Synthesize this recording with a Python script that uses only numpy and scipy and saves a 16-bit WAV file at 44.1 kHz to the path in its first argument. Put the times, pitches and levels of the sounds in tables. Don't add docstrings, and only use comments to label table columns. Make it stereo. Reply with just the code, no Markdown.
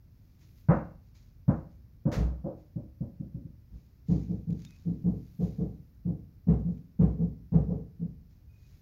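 import sys
import numpy as np
from scipy import signal
from scipy.fft import rfft, irfft
from scipy.io import wavfile
from scipy.ndimage import uniform_filter1d

SR = 44100
rng = np.random.default_rng(int(sys.argv[2]) if len(sys.argv) > 2 else 0)


def pcm_store(signal):
    levels = np.round(np.clip(np.atleast_2d(signal), -1, 1) * 32767)
    wavfile.write(sys.argv[1], SR, levels.astype(np.int16).T)


N = 388554
T = np.arange(int(.8 * SR)) / SR

# start_s, thud_hz, thud_db, ring_db (dish), hollow_db
KNOCKS = [(0.6859, 141, -22, -30.5, -3), (1.4793, 145.6, -25, -39, 1.5), (2.0535, 161, -29, -38, 8.5),
          (2.441, 171.5, -37, -40.5, 2), (2.7575, 155, -38.5, -52.5, 9), (3.0059, 155.4, -36.5, -55.5, -1),
          (3.1979, 154, -40.5, -61.5, 8.5), (3.343, 147, -42, -67.5, 2), (3.4476, 145, -48.5, -75.5, 3)]
# start_s, length_s, slip_hz, thud_db, ring_db (dish), hollow_db
BUMPS = [(2.162, 0.087, 60.6, -27, -45.5, -2), (3.709, 0.059, 53.7, -51, -74.5, -4),
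         (4.084, 0.064, 171.4, -25.5, -38, 10), (4.28, 0.066, 176.3, -31, -46, 7),
         (4.469, .063, 168.3, -31.5, -51.5, 7), (4.852, 0.072, 168.6, -32, -45, 10.5),
         (5.041, 0.058, 174, -28.5, -42.5, 5), (5.389, 0.067, 175.5, -29.5, -43, -3.5),
         (5.581, 0.064, 171.3, -30, -41, 0), (6.049, 0.061, 170.7, -32.5, -45, 6),
         (6.468, 0.059, 171.8, -22, -38, -2.5), (6.648, 0.062, 170.8, -32.5, -52.5, 1.5),
         (6.99, 0.062, 177.3, -22, -37.5, -3.5), (7.181, 0.08, 169.3, -28.5, -45.5, -9),
         (7.52, 0.058, 165.8, -23, -39, -11.5), (7.681, 0.054, 172.6, -30.5, -43.5, -11),
         (7.994, 0.071, 169.5, -35.5, -55, -1.5)]
# start_s, level_db (roughly the peak)
TICKS = [(4.505, -50.5), (4.527, -53), (4.593, -51), (4.601, -52), (4.62, -50), (4.65, -40), (4.707, -46.5),
         (4.737, -61), (4.763, -52.5), (6.779, -58.5)]
# start_s, length_s, pitch_hz, level_db
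HIGH_RINGS = [(4.650, .04, 3660, -67), (4.640, .08, 2520, -69), (4.700, .09, 2520, -68),
              (8.48, .14, 2487, -75), (8.585, .11, 2487, -75)]
# start_s, swell_s, level_db (at the top of the swell, before the crackle)
RUSTLES = [(0.0, .3, -82.5), (0.37, 0.05, -71.5), (0.529, 0.054, -75), (1.0, 0.066, -83),
           (1.14, 0.018, -68.5), (1.694, 0.018, -82), (2.565, 0.025, -79), (3.66, 0.13, -79.5),
           (4.055, .07, -65), (4.48, 0.17, -69.5), (4.98, .3, -77), (5.385, 0.051, -66),
           (6.642, .09, -83.5), (8.28, .03, -79.5), (8.47, 0.24, -74.5)]
# peak_s, rise_s, fall_s, level_db (at the peak)
HISS_SWELLS = [(0.6, .22, .07, -74.5), (5.3, 1, 1.3, -81.5), (5.439, 0.16, 0.11, -73.5),
               (8.78, .2, .2, -79)]

# mode_hz, level_db (relative), t60_s
TUB_MODES = [(108.27, 1.5, 0.48), (138.8, -5.5, 0.59), (153.3, 2, 0.5), (174.7, 1, 0.55), (201.1, -1, 0.48),
             (225.8, -2, 0.2), (244.7, -11.5, 0.6), (278.1, -13, 0.23)]
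# mode_hz, level_db (relative), t60_s
DISH_MODES = [(312, 1, .4), (345, 0, .33), (428, 2, .36), (499, -3, .3), (523, -1, .3), (552, -1, .3),
              (586, -1, .33), (660, -4, .3), (714, 0, .35), (801, 2, .36), (932, -1, .32), (990, 0, .32),
              (1054, -3, .32), (1152, 2, .28), (1262, 2, .32), (1463, 0, .29), (1501, 0, .31),
              (1586, -2, .28), (1610, -1, .28), (1727, -1, .28), (1813, -1, .33), (2032, 0, .28),
              (2113, 0, .45), (2738, 3, .56)]

# (relative, per Hz)
TUB_COLOUR = [(40, -25), (72, -9), (92, -6), (110, -3.5), (126, -1.5), (175, -5.5), (265, -7.5),
              (330, -16.5), (450, -32.5), (900, -92)]
# (relative, per Hz)
KNOCK_COLOUR = [(150, -16.5), (310, 1), (420, -7), (530, 6.5), (660, -0.5), (790, -3.5), (900, -4),
                (1200, -7), (1500, -10), (2000, -22), (2500, -30), (3100, -46.5), (7000, -70),
                (10000, -78.5)]
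# (relative, per Hz)
BUMP_COLOUR = [(120, -10), (290, 3), (370, -4.5), (450, 5), (580, -10), (750, -10), (900, -18.5),
               (1150, -22), (1450, -31), (2200, -38), (3000, -45), (7000, -63), (10000, -66)]
# (relative, per Hz)
CLACK_COLOUR = [(200, -21), (500, 16.5), (900, 0.5), (1400, 2), (2000, -1.5), (3000, -8.5), (4000, -7.5),
                (6500, -9), (8500, -27), (12000, -22.5), (15500, -26)]
# (relative, per Hz)
STRAW_COLOUR = [(300, -11.5), (700, -4), (1500, -3), (2300, 2), (3000, -3.5), (3900, 0.5), (5000, 1),
                (6800, -0.5), (8500, -26), (10500, -14), (13000, -12), (15500, -16.5)]
# (relative, per Hz)
HISS_COLOUR = [(5000, -28.5), (8500, -16), (10500, -8), (12500, -0.5), (15500, -4.5)]
# (relative, per Hz)
ROOM_TONE = [(25, -22), (45, -2), (65, -1), (105, -3), (190, -16), (260, -20), (400, -31), (830, -42),
             (2400, -47.5), (3300, -53.5), (5300, -47.5), (8800, -65.5), (12500, -48), (15500, -48.5)]
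# freq_hz, side_minus_mid_db
WIDTH = [(60, -19), (130, -11), (250, -12), (500, -8), (1000, 0.5), (15000, 0)]

BOOM_HZ, BOOM_T60_S = 62.46, 0.48
CLACK_S, CLACK_DB, CLACK_T60_S = 2.1155, -44, 0.34
ROOM_T60_S, ROOM_TONE_DB = 0.36, -54.5
HOLLOW_HZ = 284
TOP_HZ = 15750
HARD_DB = -22
KNOCK_DULLING, KNOCK_DULLEST_DB = 1.07, 28
BUMP_DULLING, BUMP_DULLEST_DB = 0.96, 8
RATTLE_DB = 6.5
KNOCK_BOOM_DB, BUMP_BOOM_DB, BOOM_SAG = -15.5, -8, .6
SHAKE_DB, SHAKE_SWELL_S = -52, .035
SETTLE_T60_S, SETTLE_PER_SWELL, STRAW_REST_DB = 0.46, 6.9, -93


def knocks():
    out = np.zeros((2, N))
    for start_s, thud_hz, thud_db, ring_db, hollow_db in KNOCKS:
        dull_db = min(KNOCK_DULLING * (HARD_DB - thud_db), KNOCK_DULLEST_DB)
        flex_shape = np.sin(np.pi * np.minimum(T / 0.0195, 1) ** 1.1)
        flex = -np.sin(2 * np.pi * thud_hz * T) * flex_shape
        tub = undb(-14.5) * ring(TUB_MODES, rise_s=0.04, spread=1.5)
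        tub = tub + undb(-4) * wash(TUB_COLOUR, 0.29, rise_s=0.01, direct=0)
        low = undb(thud_db) * (level(flex, -0.49) + tub + undb(KNOCK_BOOM_DB) * boom(0.014))
        clay = dish(KNOCK_COLOUR, dull_db, hollow_db, rise_s=0.0261, direct=0.34, modes_db=-11)
        add(out, start_s, pan(low, 3.2) + pan(undb(ring_db) * clay, 4.5))
    return out


def bumps():
    out = np.zeros((2, N))
    for start_s, length_s, slip_hz, thud_db, ring_db, hollow_db in BUMPS:
        softer_db = HARD_DB - thud_db
        off_boom = 1 - np.exp(-((slip_hz - BOOM_HZ) / 40) ** 2)
        boom_db = off_boom * (BUMP_BOOM_DB - BOOM_SAG * softer_db)
        dull_db = off_boom * min(BUMP_DULLING * softer_db, BUMP_DULLEST_DB)
        dull_db = dull_db - (1 - off_boom) * RATTLE_DB

        slips_s = np.arange(int(len(T) / SR * 200)) / slip_hz
        draws = rng.standard_normal((len(slips_s), 2))
        stretch, size = (np.interp(T, slips_s, column) for column in draws.T)
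        press = np.interp(T / length_s, [0, .14, .55, .9, 1.2], [0.046, 0.66, 0.9, 1.0, 0.0023])
        phase = 2 * np.pi * np.cumsum(slip_hz * (1 + .045 * stretch)) / SR
        shudder = -np.sin(phase) * press * undb(2.9 * size)

        tub = undb(-4.5) * ring(TUB_MODES, rise_s=0.015, spread=2.6)
        tub = tub + undb(-13) * wash(TUB_COLOUR, 0.49, rise_s=0.051, direct=0.058)
        low = undb(thud_db) * (level(shudder, -1.1) + tub + undb(boom_db) * boom(0.72 * length_s))
        clay = dish(BUMP_COLOUR, dull_db, hollow_db, rise_s=0.036, direct=0.061, modes_db=-15.5)
        add(out, start_s, pan(low, 2.7) + pan(undb(ring_db) * clay, 0.88))
    return out


def clack():
    out = np.zeros((2, N))
    crack = undb(CLACK_DB) * wash(CLACK_COLOUR, CLACK_T60_S, rise_s=.018, direct=0.37)
    clay = undb(-46) * dish(KNOCK_COLOUR, 3.3, 3, rise_s=0.24, direct=0.061, modes_db=-12.0)
    add(out, CLACK_S, pan(crack, 7.3) + pan(clay, 3))
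    return out


def dish(colour, dull_db, hollow_db, rise_s, direct, modes_db):
    flat = [(20, 0), (20000, 0)]
    body = wash(flat, ROOM_T60_S, rise_s, direct)
    body = body + undb(modes_db) * ring(DISH_MODES, 0.66 * rise_s, spread=3.0)
    hz = np.fft.rfftfreq(len(T), 1 / SR)
    softness = undb(-dull_db * np.log2(np.clip(hz / 560, 1, 8)))
    place = undb(hollow_db * np.exp(-((hz - HOLLOW_HZ) / 75) ** 2))
    clay = irfft(rfft(body) * gains(colour, len(T)) * softness * place, len(T))
    return level(clay * np.interp(T, [0, .001, .6, .75], [0, 1, 1, 0]), 0)


def boom(rise_s):
    return level(fade(BOOM_T60_S, rise_s) * np.sin(2 * np.pi * BOOM_HZ * T), 0)


def ring(modes, rise_s, spread):
    out = 0
    for mode_hz, mode_db, t60_s in modes:
        apart = min(spread * mode_hz / 1000, np.pi / 2) * rng.choice([-1, 1])
        phase = rng.uniform(0, 2 * np.pi) + apart * np.array([[.5], [-.5]])
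        out = out + undb(mode_db) * fade(t60_s, rise_s) * np.sin(2 * np.pi * mode_hz * T + phase)
    return level(out, 0)


def wash(colour, t60_s, rise_s, direct):
    envelope = fade(t60_s, rise_s) + direct * fade(0.084, 0.0013)
    return level(noise(colour, len(T)) * envelope, 0)


def ticks():
    out = np.zeros((2, N))
    for start_s, level_db in TICKS:
        envelope = np.exp(-T / 0.0021) + .022 * fade(.25, .005)
        tick = noise(STRAW_COLOUR, len(T)) * envelope
        add(out, start_s, pan(undb(level_db) * 0.4 * tick, 2.9))
    return out


def high_rings():
    out = np.zeros((2, N))
    for start_s, length_s, pitch_hz, level_db in HIGH_RINGS:
        waver = uniform_filter1d(rng.standard_normal((3, len(T))), size=400)
        waver = waver / waver.std()
        phase = 2 * np.pi * np.cumsum(pitch_hz * (1 + 0.01 * waver[:2]), axis=1) / SR
        strength = np.sin(np.pi * np.minimum(T / length_s, 1)) * undb(2 * waver[2])
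        add(out, start_s, pan(undb(level_db) * np.sqrt(2) * np.sin(phase) * strength, 2.8))
    return out


def straw():
    shakes = [(s, SHAKE_SWELL_S, thud_db + SHAKE_DB) for s, *_, thud_db, _, _ in KNOCKS + BUMPS]
    power = np.full(N, undb(STRAW_REST_DB) ** 2)
    for start_s, swell_s, level_db in RUSTLES + shakes:
        first = int(start_s * SR)
        age_s = np.arange(N - first) / SR
        t60_s = SETTLE_T60_S + SETTLE_PER_SWELL * swell_s
        settle = np.exp(-np.log(1000) * np.maximum(age_s - swell_s, 0) / t60_s)
        stir = np.minimum(age_s / swell_s, 1) * settle
        power[first:] += (undb(level_db) * stir) ** 2
    crackle = np.repeat(rng.standard_normal(N // 128 + 1), 128)[:N]
    return pan(noise(STRAW_COLOUR, N) * np.sqrt(power) * undb(1.8 * crackle), 1.8)


def hiss():
    t = np.arange(N) / SR
    swells = []
    for peak_s, rise_s, fall_s, level_db in HISS_SWELLS:
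        distance = np.maximum((peak_s - t) / rise_s, (t - peak_s) / fall_s)
        swells.append(undb(level_db) * np.exp(-distance))
    return pan(noise(HISS_COLOUR, N) * np.linalg.norm(swells, axis=0), 2)


def room_tone():
    return pan(noise(ROOM_TONE, N) * undb(ROOM_TONE_DB), 3)


def noise(colour, size):
    mid, side = rfft(rng.standard_normal((2, size)))
    side = side * gains(WIDTH, size)
    stereo = irfft(np.array([mid + side, mid - side]) * gains(colour, size), size)
    return stereo / stereo.mean(axis=0).std()


def gains(points, size):
    hz, db = np.transpose(points)
    return undb(np.interp(np.log(np.fft.rfftfreq(size, 1 / SR) + 1), np.log(hz), db))


def fade(t60_s, rise_s):
    return (1 - np.exp(-(T / rise_s) ** 2)) * np.exp(-np.log(1000) * T / t60_s)


def level(x, db):
    mid = np.atleast_2d(x).mean(axis=0)
    return x * undb(db) / np.sqrt(np.sum(mid ** 2) / (.12 * SR))


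def undb(db):
    return 10 ** (np.asarray(db) / 20)


def pan(x, db):
    return x * undb(np.array([[db], [-db]]) / 2)


def add(out, start_s, x):
    i = int(start_s * SR)
    out[:, i:i + x.shape[-1]] += x[..., :N - i]


def scene():
    contacts = knocks() + bumps() + clack() + ticks()
    return contacts + high_rings() + straw() + hiss() + room_tone()


def record(dry):
    top_cut = signal.ellip(10, .2, 80, TOP_HZ, fs=SR, output="sos")
    return signal.sosfilt(top_cut, dry)


dry = scene()
out = record(dry)
pcm_store(out)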